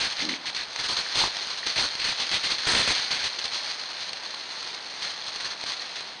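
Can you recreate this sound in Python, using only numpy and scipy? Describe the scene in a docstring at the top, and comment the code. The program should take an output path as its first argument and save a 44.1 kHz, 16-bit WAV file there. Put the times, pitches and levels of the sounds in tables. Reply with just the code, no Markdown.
"""Wild hogs trot and root through dry leaf litter, heard from a trail camera over a faint steady hiss.
From the start the herd rustles, and each near hoof or snout crushes a burst of crackling leaves.
Leaf ribs and twigs soon snap and struck sticks ring; at 0.2 s one hog gives a short low grunt.
The steps thin out near 4 s and pick up again after 5 s. Throughout, brush and trunks scatter the sound,
and the plastic case around the single microphone resonates near 4 kHz."""
import sys
import numpy as np
from scipy import signal
from scipy.io import wavfile
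from scipy.ndimage import uniform_filter1d

SR = 44100
rng = np.random.default_rng(int(sys.argv[2]) if len(sys.argv) > 2 else 0)


def file_out(sig):
    """Save sig as 16-bit WAV at sys.argv[1]."""
    # one column per channel
    cols = np.atleast_2d(sig).T
    # limit, then scale
    lim = np.clip(cols, -1, 1)
    pcm = np.round(lim * 32767).astype(np.int16)
    wavfile.write(sys.argv[1], SR, pcm)


N = 273420
TIME = np.arange(N) / SR


def amp(db):
    """Amplitude ratio of a level in decibels."""
    return 10 ** (np.asarray(db) / 20)


def unit_rms(x):
    """Normalisation to a mean power of 1."""
    return x / np.sqrt(np.mean(x ** 2) + 1e-20)


def steadied(x, size=2200):
    """Running normalisation: power stays near 1 over size samples, leaving the fine crackle."""
    return x / np.sqrt(abs(uniform_filter1d(x ** 2, size)) + 1e-12)


def add(mix, start_s, sound):
    """Superposition of a sound on the mix."""
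    part = mix[max(round(start_s * SR), 0):][:len(sound)]
    part += sound[:len(part)]


def colour(x, spectrum, size=4096):
    """Minimum-phase filtering at unit energy: clicks take on the spectrum and keep their sharp fronts."""
    hz, db = np.transpose(spectrum)
    log_hz = np.log(abs(np.fft.fftfreq(size, 1 / SR)) + 1)
    log_gain = np.log(amp(np.interp(log_hz, np.log(hz), db)))
    response = np.fft.ifft(np.exp(np.conj(signal.hilbert(log_gain)))).real[:size // 2]
    return signal.oaconvolve(x, response / np.linalg.norm(response))[:len(x)]


def band(x, hz, spread, order=2):
    """Band-pass filtering from hz / spread to hz * spread."""
    sos = signal.butter(order, [hz / spread, hz * spread], "band", fs=SR, output="sos")
    return signal.sosfilt(sos, x)


def wander(per_s):
    """Random modulation of rms 1, gliding to a new value per_s times a second."""
    return unit_rms(np.interp(TIME * per_s, np.arange(N), rng.standard_normal(N)))


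def loose_times(per_s, count=80):
    """Stratified timing: one random moment in each 1 / per_s seconds, with two draws from -1 to 1."""
    place, a, b = rng.random((count, 3)).T
    rows = np.transpose([(np.arange(count) + place) / per_s, 2 * a - 1, 2 * b - 1])
    return rows[rows[:, 0] < TIME[-1] - .02]


def fractures(per_s, spread_db, clump_db, ring_s, count=512, size=300):
    """Shot noise: tiny random breaks, louder in clumps, each excite one leaf's brief decaying ring."""
    unevenness = np.minimum(rng.exponential(1, N), 3)
    strength = amp(spread_db * unevenness + clump_db * np.tanh(wander(170)))
    leaf, t = rng.integers(0, count, N), np.arange(size) / SR
    decay_s = ring_s * np.geomspace(.5, 2, count)[:, None]
    rings = rng.standard_normal((count, size)) * np.exp(-t / decay_s)
    rings /= np.linalg.norm(rings, axis=1, keepdims=True)
    onsets = np.flatnonzero(rng.random(N) < per_s / SR)
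    samples = onsets[:, None] + np.arange(size)
    breaks = strength[onsets, None] * rings[leaf[onsets]]
    return np.bincount(samples.ravel(), breaks.ravel(), N)[:N]


# Spectrum of the distant rustle, heard through the case: f/Hz, relative level/dB
HERD_SPECTRUM = [(50, -31), (250, -22), (850, -9), (1250, -9), (1750, -3.5), (2800, -6.5), (3750, -2.5),
                 (4200, 4), (5500, -9.5), (6400, -8.5), (7100, -24.5), (7800, -39), (8600, -18),
                 (10300, -47.5)]
# Envelope of the herd's shuffling: t/s, level/dB
HERD_LEVELS = [(0, -31), (0.28, -36.5), (0.39, -44), (0.7, -40), (0.88, -32), (1.3, -32), (1.63, -36),
               (1.78, -29), (1.93, -35), (2.29, -31), (2.98, -30), (3.32, -36), (3.5, -33), (3.88, -37),
               (4.88, -39.5), (5.06, -37), (6.02, -38.5), (6.15, -46.5)]


def herd_rustle(flutter_db=1.52):
    """Incoherent summation: many small feet further off blend into one uneven rustle."""
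    rustle = steadied(colour(fractures(3500, 2.6, 1.9, 0.00068), HERD_SPECTRUM))
    return rustle * amp(herd_db(TIME) + flutter_db * wander(35))


def herd_db(s):
    """Linear interpolation of the herd's level at time s."""
    return np.interp(s, *np.transpose(HERD_LEVELS))


# Spectra of thin leaves, thick leaves and packed litter, through the case: f/Hz, relative level/dB
CRACKLE_SPECTRUM = [(40, -27.5), (250, -21.5), (800, -17.5), (1800, -11.5), (2900, -8), (3550, -3.5),
                    (3800, -6), (4200, 2), (5500, -12.5), (6400, -9.5), (7100, -30), (7800, -32.5),
                    (8600, -20), (10300, -54)]
CRUNCH_SPECTRUM = [(200, -2), (1000, 5), (1300, -1.5), (2000, -3), (2700, -5), (3450, -2.5), (3750, 6.5),
                   (4200, -4), (5000, -3), (7000, -13), (10300, -31.5)]
LITTER_SPECTRUM = [(25, -2), (60, 0), (1200, -0.5), (3000, -6.5), (6000, -13), (7500, -14), (9300, -12),
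                   (10300, -39)]
# Near hoof falls and snout pushes: t/s, duration/s, crackle level/dB, crunch f/Hz
FOOTFALLS = [(0.0, 0.078, -28, 2090), (0.097, 0.034, -36, 2300), (0.184, 0.05, -30.5, 2400),
             (0.288, 0.079, -34, 2320), (0.455, 0.047, -31.5, 2260), (0.546, 0.091, -32.5, 2090),
             (0.787, 0.028, -29, 2020), (0.837, 0.03, -29, 1900), (0.884, 0.053, -28, 1300),
             (0.966, 0.045, -28.5, 1590), (1.152, 0.125, -26.5, 1100), (1.177, 0.048, -31.5, 2400),
             (1.373, 0.021, -36, 1000), (1.497, 0.05, -35.5, 1250), (1.572, 0.027, -37, 1500),
             (1.666, 0.045, -31, 2490), (1.758, 0.049, -27.5, 2320), (1.807, 0.058, -27.5, 1330),
             (1.994, 0.058, -31, 2400), (2.042, 0.084, -28.5, 2070), (2.195, 0.039, -30.5, 2580),
             (2.312, 0.064, -26.5, 2600), (2.435, 0.039, -28, 2530), (2.497, 0.033, -28, 2320),
             (2.582, 0.012, -29.5, 2220), (2.669, 0.078, -24.5, 1920), (2.746, 0.076, -24.5, 2300),
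             (2.826, 0.052, -29, 2400), (2.874, 0.052, -25, 2100), (2.926, 0.12, -34.5, 2600),
             (3.107, 0.071, -29, 2220), (3.19, 0.053, -32.5, 2000), (3.239, 0.04, -29.5, 2240),
             (3.386, 0.017, -32.5, 2350), (3.439, 0.024, -30, 990), (3.515, 0.083, -36, 1200),
             (3.628, 0.042, -36, 895), (4.006, 0.026, -36.5, 2500), (4.506, 0.087, -40, 1300),
             (4.66, 0.055, -37, 1000), (5.021, 0.059, -31.5, 1900), (5.262, 0.035, -34.5, 950),
             (5.347, 0.02, -37, 1380), (5.398, 0.025, -34.5, 1510), (5.442, 0.034, -31.5, 1380),
             (5.503, 0.03, -35, 1820), (5.66, 0.046, -32, 1600), (5.718, 0.023, -33.5, 2400),
             (5.794, 0.037, -38, 1880), (5.955, 0.059, -39, 2200)]


def steps(rise_s=0.0018, release_s=0.0064, sag_db=1.5, arch_db=2):
    """Brittle fracture under load: thin leaves crackle, thick ones crunch, packed litter gives way."""
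    crackle = steadied(colour(fractures(5500, 2.5, 0.89, 0.00074), CRACKLE_SPECTRUM), size=1100)
    crunch = colour(fractures(1800, 0.89, 2.2, .001), CRUNCH_SPECTRUM)
    litter = steadied(colour(fractures(2500, 3.26, 1.9, 0.00024), LITTER_SPECTRUM), size=1100)
    light_steps = [(s, 0.02 * 2 ** a, herd_db(s) - 3, 1280 * 2 ** (b / 2))
                   for s, a, b in loose_times(per_s=6)]
    out = np.zeros(N)
    for s, length, db, crunch_hz in FOOTFALLS + light_steps:
        crunch_db = db - 5.5 + 8 * np.log2(crunch_hz / 1990)  # drier leaves crunch higher and louder
        litter_db = -39 + 2.7 * (db + 28.5)  # heavier steps reach deeper, so the litter grows faster
        span = (TIME >= s) & (TIME < s + length + 5 * release_s)
        t = TIME[span] - s
        press = np.minimum(t / rise_s, 1) * np.exp(-np.maximum(t - length, 0) / release_s)
        press *= amp(-sag_db * t / length)  # fewer leaves are left to break as the hoof sinks
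        weight = np.sin(np.pi * np.minimum(t / length, 1))  # peaks in mid-step
        press *= amp(arch_db * (weight - 2 / np.pi))
        thick = amp(crunch_db) * unit_rms(band(crunch[span], crunch_hz, spread=1.3))
        out[span] += press * (amp(db) * crackle[span] + thick + amp(litter_db) * litter[span])
    return out


# Spectrum of the background hiss: f/Hz, relative level/dB
HISS_SPECTRUM = [(30, -24.5), (100, -10), (240, -5), (400, -2.5), (850, 3.5), (1300, 0.5), (2800, -2.5),
                 (4250, 0), (5400, -10), (6400, -16), (7400, -29.5), (8600, -20), (10300, -47)]


def hiss(level_db=-42.5):
    """Stationary noise: a faint floor of constant spectrum and power."""
    return amp(level_db) * unit_rms(colour(rng.standard_normal(N), HISS_SPECTRUM))


# The loudest breaks of leaf ribs and small twigs: t/s, level/dB, duration/s
TWIG_BREAKS = [(0.252, -20.5, 0.001), (0.289, -27.5, 0.009), (0.32, -31, 0.0012), (0.5475, -28.5, 0.0038),
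               (0.564, -27, 0.0048), (0.761, -21.5, 0.0012), (1.368, -23.5, 0.0027), (1.471, -26.5, 0.0019),
               (1.665, -24.5, 0.009), (1.9534, -22.5, 0.0007), (1.998, -29, 0.0053), (2.667, -28, 0.008),
               (2.995, -23, 0.001), (3.3887, -30, 0.0048), (4.094, -27, 0.001), (4.131, -27, 0.003),
               (4.343, -31.5, 0.0039), (4.628, -30.5, 0.0023), (5.2832, -34, 0.002), (5.359, -32, 0.0065),
               (5.406, -30.5, 0.0021), (5.612, -29.5, 0.0021), (5.639, -24.5, 0.0012),
               (6.007, -29.5, 0.0022)]


def snaps(release_s=0.00041, dull_db=-16, size=2000):
    """Sudden stress release: fibres tear in one burst, with a dull push on the litter below."""
    out, t = np.zeros(N), np.arange(size) / SR
    ticks = [(s, herd_db(s) + 1.5 + 2 * a, 0.0014 * 2 ** b) for s, a, b in loose_times(per_s=6)]
    for s, db, length in TWIG_BREAKS + ticks:
        tear = np.exp(-np.maximum(t - length, 0) / release_s)
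        fibres = rng.standard_normal(size) * tear
        crack = colour(fibres, CRACKLE_SPECTRUM) + amp(dull_db) * colour(fibres, LITTER_SPECTRUM)
        add(out, s, amp(db) * crack * np.linalg.norm(tear) / np.linalg.norm(crack))
    return out


# Hooves and snouts striking sticks: t/s, level/dB, f/Hz
STICK_STRIKES = [(0.204, -18, 2080), (0.294, -14.5, 2020), (0.339, -19, 2200), (0.448, -30, 990),
                 (1.064, -19.5, 1640), (1.215, -13, 885), (1.239, -9, 1000), (1.631, -20, 1870),
                 (1.788, -18, 780), (2.125, -21.5, 840), (4.341, -27, 1080), (5.222, -24, 3400),
                 (5.454, -21.5, 1760), (5.796, -20.5, 4140)]


def knocks(t60=0.013, rise_s=0.00024, size=1500):
    """Damped free vibration: a struck stick rings in one mode, which the litter quickly absorbs."""
    out, t = np.zeros(N), np.arange(size) / SR
    for s, db, hz in STICK_STRIKES:
        envelope = amp(db - 60 * t / t60) * (1 - np.exp(-t / rise_s))
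        add(out, s, envelope * np.sin(2 * np.pi * hz * t))
    return out


# Resonances of the hog's throat: f/Hz, bandwidth/Hz, relative level/dB
FORMANTS = [(256, 135, -6), (506, 100, -16.5)]


def grunt(start_s=0.212, length_s=0.128, level_db=-38, pulse_hz=83, jitter=0.093, rough=0.34,
          rise_s=0.014, release_s=0.0067):
    """Source and filter: slow uneven throat pulses, each with a rasp, excite two low formants."""
    span = (TIME >= start_s) & (TIME < start_s + length_s + 5 * release_s)
    t = TIME[span] - start_s
    cycles = np.cumsum(pulse_hz * (1 + jitter * wander(90)[span])) / SR
    pulses = np.diff(np.floor(cycles), prepend=-1)
    rasp = np.exp(-(cycles % 1) / 0.51) * rng.standard_normal(N)[span]  # fades within each cycle
    source = (1 - rough) * unit_rms(pulses) + rough * unit_rms(rasp)
    voice = sum(amp(db) * band(source, hz, 1 + width / hz / 2) for hz, width, db in FORMANTS)
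    effort = np.minimum(t / rise_s, 1) * np.exp(-np.maximum(t - length_s, 0) / release_s)
    out = np.zeros(N)
    out[span] = amp(level_db) * effort * steadied(voice, size=900)
    return out


def thicket(x, t60=0.27, wet_db=-14, size=12000):
    """Scattering: brush and trunks return a faint tail of sparse, decaying echoes."""
    t = np.arange(size) / SR
    echoes = rng.standard_normal(size) * (rng.random(size) < 2000 / SR)
    echoes *= amp(-60 * t / t60) * (t > .006)
    return x + amp(wet_db) * signal.oaconvolve(x, echoes / np.linalg.norm(echoes))[:N]


# Modes of the plastic case: f/Hz, bandwidth/Hz, level/dB relative to the direct sound
CASE_MODES = [(3400, 230, -16), (4280, 230, -16.5)]


def case_ring(x, through_db=-0.5):
    """Forced resonance: the case passes the sound and adds its own narrow ring."""
    rings = sum(amp(db) * band(x, hz, 1 + width / hz / 2, order=1) for hz, width, db in CASE_MODES)
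    return amp(through_db) * (x + rings)


def scene():
    """Superposition at one microphone: hogs and hiss, the same in both channels."""
    feet = thicket(steps() + herd_rustle() + snaps() + knocks())
    voice = thicket(grunt(), t60=0.99, wet_db=-11)  # low sound carries further among the trees
    mono = feet + voice + hiss()
    return np.array([mono, mono])


def record(dry, ceiling=0.38, cutoff_hz=10400):
    """Saturation and band limiting: after the case rings, peaks are rounded and the treble is cut."""
    rounded = ceiling * np.tanh(case_ring(dry) / ceiling)
    low_pass = signal.firwin(511, cutoff_hz, window=("kaiser", 9), fs=SR)
    return signal.oaconvolve(rounded, low_pass[None], "same", axes=1)


dry = scene()
out = record(dry)
file_out(out)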